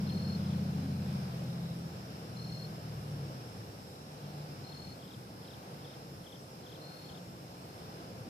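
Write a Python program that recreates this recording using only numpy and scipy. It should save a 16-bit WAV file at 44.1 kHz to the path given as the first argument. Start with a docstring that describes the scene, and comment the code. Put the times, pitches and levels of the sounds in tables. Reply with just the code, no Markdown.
"""A summer yard at two microphone ports, 8.3 s, over street rumble, traffic wash and a cricket chorus.
From the start a slow engine hums as multiples of its cycle; it winds down and stops at 3.9 s, its air noise fading.
A left-hand cricket trills every 2.2-2.3 s, others answer: wing strokes ring as short arched tones.
A small caller gives two groups of falling whistles at first and more from 4.2 s; calls leave a blurred echo.
From 3.7 s far motors drone as single swelling tones."""
import sys
import numpy as np
from scipy import signal
from scipy.fft import rfft, irfft, next_fast_len
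from scipy.io import wavfile
from scipy.ndimage import uniform_filter1d, map_coordinates

SR = 44100
rng = np.random.default_rng(int(sys.argv[2]) if len(sys.argv) > 2 else 0)


def inscribe(sig):
    """Save sig as 16-bit PCM at rate SR to the path in sys.argv[1].

    A 1-D sig is mono; a 2-D sig holds one channel per row.
    Samples are clipped to [-1, 1] before scaling.
    """
    pcm = np.round(np.clip(np.atleast_2d(sig).T, -1, 1) * 32767)
    wavfile.write(sys.argv[1], SR, pcm.astype(np.int16))


N = 365588


def amp(db):
    """Gain of a level in dB."""
    return 10 ** (np.asarray(db) / 20)


def unit(x):
    """x at rms 1."""
    return x / np.sqrt(np.mean(x ** 2) + 1e-20)


def along(points, hz):
    """Columns of (frequency [Hz], value, ..) rows, interpolated on a log axis."""
    knot_hz, *columns = np.transpose(points)
    return [np.interp(np.log(hz + 1), np.log(knot_hz + 1), column) for column in columns]


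def curves(rows):
    """One value per sample for each column after the time [s]."""
    knot_s, *columns = np.transpose(rows)
    return [np.interp(np.arange(N) / SR, knot_s, column) for column in columns]


def wobble(knots_per_s):
    """Smooth random curve through normal knots."""
    knots = rng.standard_normal(int(N * knots_per_s / SR) + 4)
    return map_coordinates(knots, [np.arange(N) * knots_per_s / SR])


def filtered(x, response):
    """x times a complex response of frequency."""
    m = next_fast_len(N + 8192)
    return irfft(rfft(x, m) * response(np.fft.rfftfreq(m, 1 / SR)), m)[..., :N]


def rush(spectrum, patchy_db):
    """Two unrelated noises of rms 1 that share time-frequency patches of random gain."""
    z = signal.stft(rng.standard_normal((2, N)), nperseg=512)[2]
    patches = uniform_filter1d(rng.standard_normal(z.shape[1:]), 6, 0)
    patches = uniform_filter1d(patches, 20, 1)
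    pair = signal.istft(z * amp(patchy_db * unit(patches)), nperseg=512)[1][:, :N]
    return unit(filtered(pair, lambda hz: amp(along(spectrum, hz)[0])))


def add(out, start_s, turns, shape, pan_db, lead_rad):
    """Lay a short tone on both ports; turns = cycles so far, lead_rad = how far left leads."""
    at = max(round(start_s * SR), 0)
    phase = 2 * np.pi * (turns + rng.random()) + np.array([[lead_rad / 2], [-lead_rad / 2]])
    out[:, at:at + len(shape)] += amp([[pan_db / 2], [-pan_db / 2]]) * shape * np.sin(phase)


# background levels: (time [s], street rumble [dB], traffic wash [dB], chorus [dB])
YARD_LEVELS = [(0, -45.5, -49.5, -62.5), (.85, -48.5, -49, -64), (1.6, -49, -50.5, -63.5),
               (2.3, -51.5, -51.5, -63.5), (3.2, -49, -51, -62.5), (4, -51, -52, -66),
               (4.5, -50.5, -51.5, -63), (5.2, -50, -52.5, -66), (6.8, -52, -52.5, -65),
               (8.29, -48.5, -51.5, -66)]
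# noise colours, relative: (frequency [Hz], density [dB per Hz])
RUMBLE_SPECTRUM = [(15, -75), (25, -43), (54, -13.5), (103, 0.5), (144, 0.5), (184, 1), (204, -5),
                   (246, -5.5), (400, -11), (520, -15), (880, -120)]
WASH_SPECTRUM = [(150, -45.5), (250, -14), (307, -5.5), (366, -9.5), (522, -3.5), (582, -7.5), (705, -7.5),
                 (913, -10), (1030, -10.5), (1760, -19.5), (3980, -22), (5370, -20.5), (6500, -34),
                 (8450, -51), (14300, -120)]


def streets():
    """Low rumble and tyre wash of the streets around, as patchy coloured noise."""
    rumble_db, wash_db, _ = curves(YARD_LEVELS)
    rumble = amp(rumble_db) * rush(RUMBLE_SPECTRUM, patchy_db=1.37)
    wash = amp(wash_db + 0.72 * wobble(3.245)) * rush(WASH_SPECTRUM, patchy_db=0.54)
    return rumble + wash


# far singers: (pitch [Hz], chirps [per s], share of time singing [0-1], strokes [per s], relative level [dB])
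CHORUS = [(4860, 1.9, .4, 42, -1.5), (4980, 2.4, .5, 45, -.5), (5090, 1.6, .6, 40, 0),
          (5200, 2.8, .6, 47, -1), (5310, 2.1, .5, 43, -1), (5410, 1.8, .5, 44, -3),
          (5500, 1.45, .3, 50, 0), (5600, 2.6, .5, 46, -4), (5720, 2.4, .3, 52, -3.5),
          (7135, .4, .9, 61, -12.5)]


def chorus():
    """Far crickets: steady tones pulsed by wing strokes within chirps, over a constant floor."""
    t = np.arange(N) / SR
    choir = np.zeros((2, N))
    for hz, chirps_per_s, share, strokes_per_s, db in CHORUS:
        singing = (chirps_per_s * t + rng.random() + .15 * wobble(1.2)) % 1 < share
        strokes = np.sin(np.pi * strokes_per_s * t) ** 2
        gate = uniform_filter1d(singing * strokes, 200) + 0.66
        # leaves scatter each song: phase wanders differently in each row
        drift_rad = 2.4 * np.array([wobble(90), wobble(90)])
        choir += amp(db + 2.6 * wobble(2.56)) * gate * np.sin(2 * np.pi * hz * t + drift_rad)
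    return amp(curves(YARD_LEVELS)[2]) * unit(choir)


FAN_DB, FAN_FADE_DB_PER_S = -47.5, 8.5  # level at the engine's loudest; fade once it stops
FAN_FOLLOWS = 0.58  # share of the engine's dB swings
# air noise colour, relative: (frequency [Hz], density [dB per Hz])
FAN_SPECTRUM = [(50, -29), (85, -9), (140, 0), (210, -5), (300, -14.5), (600, -22), (1300, -33),
                (2500, -29.5), (4000, -38), (8000, -39.5), (15000, -39)]


def fan():
    """Engine air noise: coloured noise that follows part of the engine level, then dies away."""
    engine_db = curves(ENGINE)[1]
    stopped_s = np.clip(np.arange(N) / SR - ENGINE[-1][0], 0, None)
    fan_db = FAN_DB + FAN_FOLLOWS * (engine_db - engine_db.max()) - FAN_FADE_DB_PER_S * stopped_s
    return amp(fan_db) * rush(FAN_SPECTRUM, patchy_db=1.5)


# port pair: (frequency [Hz], left minus right before side scaling [dB], likeness [0-1], left leads by [rad])
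PORTS = [(60, 3, 0.99, 0.1), (171, 0.5, 0.98, 0.11), (344, 0, .8, 0.11), (520, -2.2, 0.77, 0.56),
         (684, -2, 0.48, 0.64), (836, -6, 0.6, 1.88), (868, -4, 0.76, 2.24), (983, 1, 0.69, 3.13),
         (1195, 3, 0.69, 3.44), (1375, 6, 0.37, 2.9), (1570, 4.5, 0.2, 6.2), (2020, 2, 0.17, 3),
         (2630, 3.5, 0.1, 7.5), (3170, -0.5, 0.21, 3.5), (4420, 2, 0.07, 5.55), (5130, -6, 0.18, 4.54),
         (6200, -0.5, 0, 13.5)]


def at_ports(a, b):
    """Left hears a; right hears a turned in phase, mixed with the unrelated sound b."""
    def side(hz, half_pan):
        pan_db, alike, lead_rad = along(PORTS, hz)
        alike = np.clip(alike, 0, 1)
        return amp(half_pan * pan_db / 2), alike * np.exp(-1j * lead_rad), np.sqrt(1 - alike ** 2)

    def right_response(hz):
        gain = side(hz, -0.85)[0]
        return gain * np.array(side(hz, -1)[1:])

    left = filtered(a, lambda hz: side(hz, 0.94)[0])
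    right = filtered(np.array([a, b]), right_response).sum(axis=0)
    return np.array([left, right])


def yard():
    """Streets, chorus and engine air noise, spread over the ports by frequency."""
    return at_ports(*(streets() + chorus() + fan()))


MOTOR_GAIN = np.sqrt(2) * amp([[.5], [-.5]])  # sine of rms 1, left 1 dB over right
# far motors: (start [s], loudest [s], end [s], first pitch [Hz], last pitch [Hz],
#              rms level at loudest before tremble [dB], swell [dB])
DRONES = [(3.9, 4.4, 4.9, 149, 148.2, -53, 4.5), (4.1, 4.55, 4.83, 141, 140.5, -52.5, 7.5),
          (3.7, 4.1, 5.9, 198, 197.4, -59, 4.5), (4.095, 4.4, 5.4, 100, 91.9, -60, 11),
          (5.6, 5.848, 6.5, 139, 136.2, -56.5, 6), (5.901, 7.8, 8.29, 177, 176.9, -58.5, 6.5),
          (6.603, 6.851, 8.2, 148, 149.5, -55.5, 12)]


def drones():
    """Far motors: gliding sines, each swelling and sinking, with trembling level and phase."""
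    t = np.arange(N) / SR
    hum = np.zeros(N)
    for start_s, loudest_s, end_s, first_hz, last_hz, db, swell_db in DRONES:
        hz = np.interp(t, [start_s, end_s], [first_hz, last_hz])
        level_db = db - swell_db * np.interp(t, [start_s, loudest_s, end_s], [1, 0, 1])
        fade = np.clip(np.minimum(t - start_s, end_s + 0.12 - t) / 0.14, 0, 1)
        phase = 2 * np.pi * np.cumsum(hz) / SR + .7 * wobble(8)
        hum += fade * amp(level_db + 3 * wobble(7)) * np.sin(phase)
    return MOTOR_GAIN * hum


# trills: (singer, start [s], length [s], stroke level before swell and jitter [dB], swell over the trill [dB]);
# the "high" row at 6.823 s is no other singer: it blurs the near cricket's last trill
TRILLS = [("near", .065, .3, -47, 3), ("middle", .375, .2, -64, -4), ("middle", .64, .4, -64, 0),
          ("lowest", 1, 2.2, -68.5, 3), ("low", 1.441, .295, -58, 1), ("middle", 2.3, .3, -64, 0),
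          ("near", 2.363, .3, -48, 2), ("low", 3.841, .32, -62, 0), ("middle", 4.17, .25, -66, -2),
          ("near", 4.638, .3, -51, 0), ("middle", 6.6, .2, -65, 0), ("low", 6.72, .3, -65, 0),
          ("near", 6.81, .325, -54.5, -4), ("high", 6.823, .12, -58, -3), ("high", 7.46, .28, -65, 1)]
# singer: (wing strokes [per s], settled pitch before arch [Hz], climb at the start [0-1],
#          left minus right [dB], left leads by [rad])
SINGERS = dict(near=(39.6, 4325, .025, 8, .8), low=(37.4, 3900, .004, 2, 3.15),
           middle=(38, 4100, .004, 2.5, .1), high=(39, 4250, .004, 2, 2.6),
           lowest=(39.7, 2850, .004, -2, 2.9))


def crickets():
    """Each wing stroke rings one tone arched in pitch; the trill climbs in pitch as it settles."""
    out = np.zeros((2, N + SR))
    u = np.linspace(0, 1, round(0.018 * SR))
    stroke = np.sin(np.pi * u ** 1.25) ** .75
    # the wing slows at both ends of the file
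    arch = 1 - 0.015 * ((u - .5) / .5) ** 2 - 0.035 * u ** 5
    for singer, start_s, length_s, db, swell_db in TRILLS:
        rate, hz, climb, pan_db, lead_rad = SINGERS[singer]
        strokes = round(length_s * rate)
        for k, (size, late, flat) in enumerate(rng.standard_normal((strokes, 3))):
            pitch_hz = hz * (1 - climb * np.exp(-k / 2.1) + .0015 * flat)
            level_db = db + swell_db * (k / strokes - .5) - 3 * (k == 0) + .6 * size
            turns = np.cumsum(pitch_hz * arch) / SR
            add(out, start_s + k / rate + 0.00052 * late, turns, amp(level_db) * stroke, pan_db, lead_rad)
    return out[:, :N]


CHIP_GAP_S, SHY_DB = .0284, 9  # spacing; how much weaker a group begins
LAST_HZ = 3000  # foot of the slide, before jitter
# groups: (first chip [s], chips [count], full level before accent and jitter [dB],
#          chips to reach full voice [count], top pitch before phrase factor [Hz])
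CHIPS = [(.005, 4, -55, 3, 3700), (.385, 6, -57, 2, 3700), (4.213, 2, -60, 3, 3500),
         (4.691, 2, -56, 1, 3950), (4.99, 6, -54, 4, 3950), (5.416, 5, -54, 2, 4000),
         (5.814, 5, -55, 1, 3900), (6.234, 5, -53.5, 1, 3750), (6.632, 5, -54.5, 1, 3800),
         (7.057, 5, -54, 1, 3800)]
# chips of a group, last row = last chip: (pitch over the group's [ratio], accent [dB], break in the middle [0-1])
PHRASE = [(.94, 0, .2), (.94, 0, .2), (.95, 0, .1), (1.04, -1, .8), (1.01, 0, .25), (1.01, 0, .5)]


def chips():
    """Short whistles sliding down in pitch, in near-even groups that start shyly."""
    out = np.zeros((2, N + SR))
    u = np.linspace(0, 1, round(0.0179 * SR))
    for start_s, number, db, warm, first_hz in CHIPS:
        for k, (late, size, high, low) in enumerate(rng.standard_normal((number, 4))):
            pitch, accent_db, broken = PHRASE[k - number]
            top_hz = first_hz * (pitch + .015 * high)
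            foot_hz = LAST_HZ * (1 + .02 * low)
            turns = np.cumsum(top_hz + (foot_hz - top_hz) * u ** 1.05) / SR
            breaks = 1 - broken * np.exp(-((u - rng.uniform(.4, .6)) / .16) ** 2)
            level_db = db + accent_db - SHY_DB * max(1 - k / warm, 0) + 1.2 * size
            shape = amp(level_db) * breaks * np.sin(np.pi * u) ** 0.63
            add(out, start_s + k * CHIP_GAP_S + 0.000977 * late, turns, shape, pan_db=9.0, lead_rad=.01)
    return out[:, :N]


def echoes(x):
    """Trees and walls return a decaying noise tail, redrawn 8 times a second as the leaves move."""
    t = np.arange(SR // 3) / SR
    out = np.zeros((2, N + SR))
    for at in range(0, N, SR // 8):
        # 60 dB down in 150 ms, silent for the first 6 ms
        tail = rng.standard_normal((2, len(t))) * amp(-60 * t / .15) * (t > .006)
        wet = signal.fftconvolve(x[:, at:at + SR // 8], tail / np.linalg.norm(tail[0]), axes=1)
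        out[:, at:at + wet.shape[1]] += wet
    return out[:, :N]


# engine run: (time [s], cycle rate [per s], level before orders and pipe [dB])
ENGINE = [(0, 15.04, -50), (.35, 15.25, -49.5), (.75, 15.22, -50.5), (1.15, 15.07, -51), (1.3, 14.6, -55),
          (1.45, 14.3, -53.5), (1.8, 14.14, -58), (2, 13.46, -62), (2.2, 13.36, -64), (2.4, 13.68, -58),
          (2.55, 13.6, -58.5), (2.85, 12.72, -60), (3.15, 12.25, -57), (3.25, 11.71, -57.5),
          (3.35, 10.69, -62), (3.45, 9.95, -66), (3.6, 9.19, -67), (3.9, 8.6, -71)]
SLOWING_MOST = 3  # cycles per s
# orders: (multiple of the cycle, level [dB], gain per cycle per s of slowing, up to SLOWING_MOST [dB])
ORDERS = [(6, 4.5, -.7), (7, -14, 0), (8, -11, 0), (9, 4.5, 0), (10, -8, -2), (11, 3, -1.5), (12, 6, 1),
          (13, 4, -3), (14, .5, -1), (15, 1.5, -1), (16, -7, 1), (17, -7, 0), (18, -6, 0), (21, -12, 0)]
# what pipe and yard pass: (frequency [Hz], gain [dB])
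PIPE = [(50, -9.6), (75, -0.7), (85, -5.8), (93, 2.4), (110, 3.6), (125, 6.1), (138, 4.2), (150, 4.2),
        (160, 3.0), (170, 5.1), (180, -6.0), (190, 3.4), (200, 5.8), (215, -1.7), (240, -5.0), (280, -9.3)]
# brief surge of multiples 17 and 18: (centre [s], Gaussian width [s], level of each before MOTOR_GAIN [dB])
SURGE = (0.85, 0.061, -48)


def engine():
    """Trembling multiples of the engine cycle, coloured by the pipe as the rate falls."""
    t = np.arange(N) / SR
    rate, level_db = curves(ENGINE)
    cycles = np.cumsum(rate) / SR
    slowing = np.minimum(rate.max() - rate, SLOWING_MOST)
    hum = np.zeros(N)
    for k, db, gain_db in ORDERS:
        order_db = level_db + db + gain_db * slowing + along(PIPE, k * rate)[0] + 1.2 * wobble(5)
        phase = 2 * np.pi * (k * cycles + rng.random()) + .25 * wobble(7)
        hum += amp(order_db) * np.sin(phase)
    hum *= np.clip((ENGINE[-1][0] - t) / 0.24, 0, 1)
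    surge_s, width_s, surge_db = SURGE
    swell = amp(surge_db) * np.exp(-((t - surge_s) / width_s) ** 2 / 2)
    hum += swell * (np.sin(2 * np.pi * 17 * cycles) + np.sin(2 * np.pi * 18 * cycles))
    return MOTOR_GAIN * hum


def scene():
    """All sources at the two ports, the calls with echoes 9 dB down."""
    background = yard() + drones()
    calls = crickets() + chips()
    return background + calls + amp(-9) * echoes(calls) + engine()


HISS_DB, TOP_HZ = -61, 14530  # level before wobble; band limit
# microphone noise colour, relative: (frequency [Hz], density [dB per Hz])
HISS_SPECTRUM = [(1500, -44), (4000, -4.5), (7000, 0), (10000, -1.5), (15000, -1)]


def record(dry):
    """Microphones add their own hiss; nothing is kept above the band limit."""
    hiss = amp(HISS_DB + 0.23 * wobble(5)) * rush(HISS_SPECTRUM, patchy_db=1.2)
    return filtered(dry + hiss, lambda hz: hz < TOP_HZ)


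dry = scene()
out = record(dry)
inscribe(out)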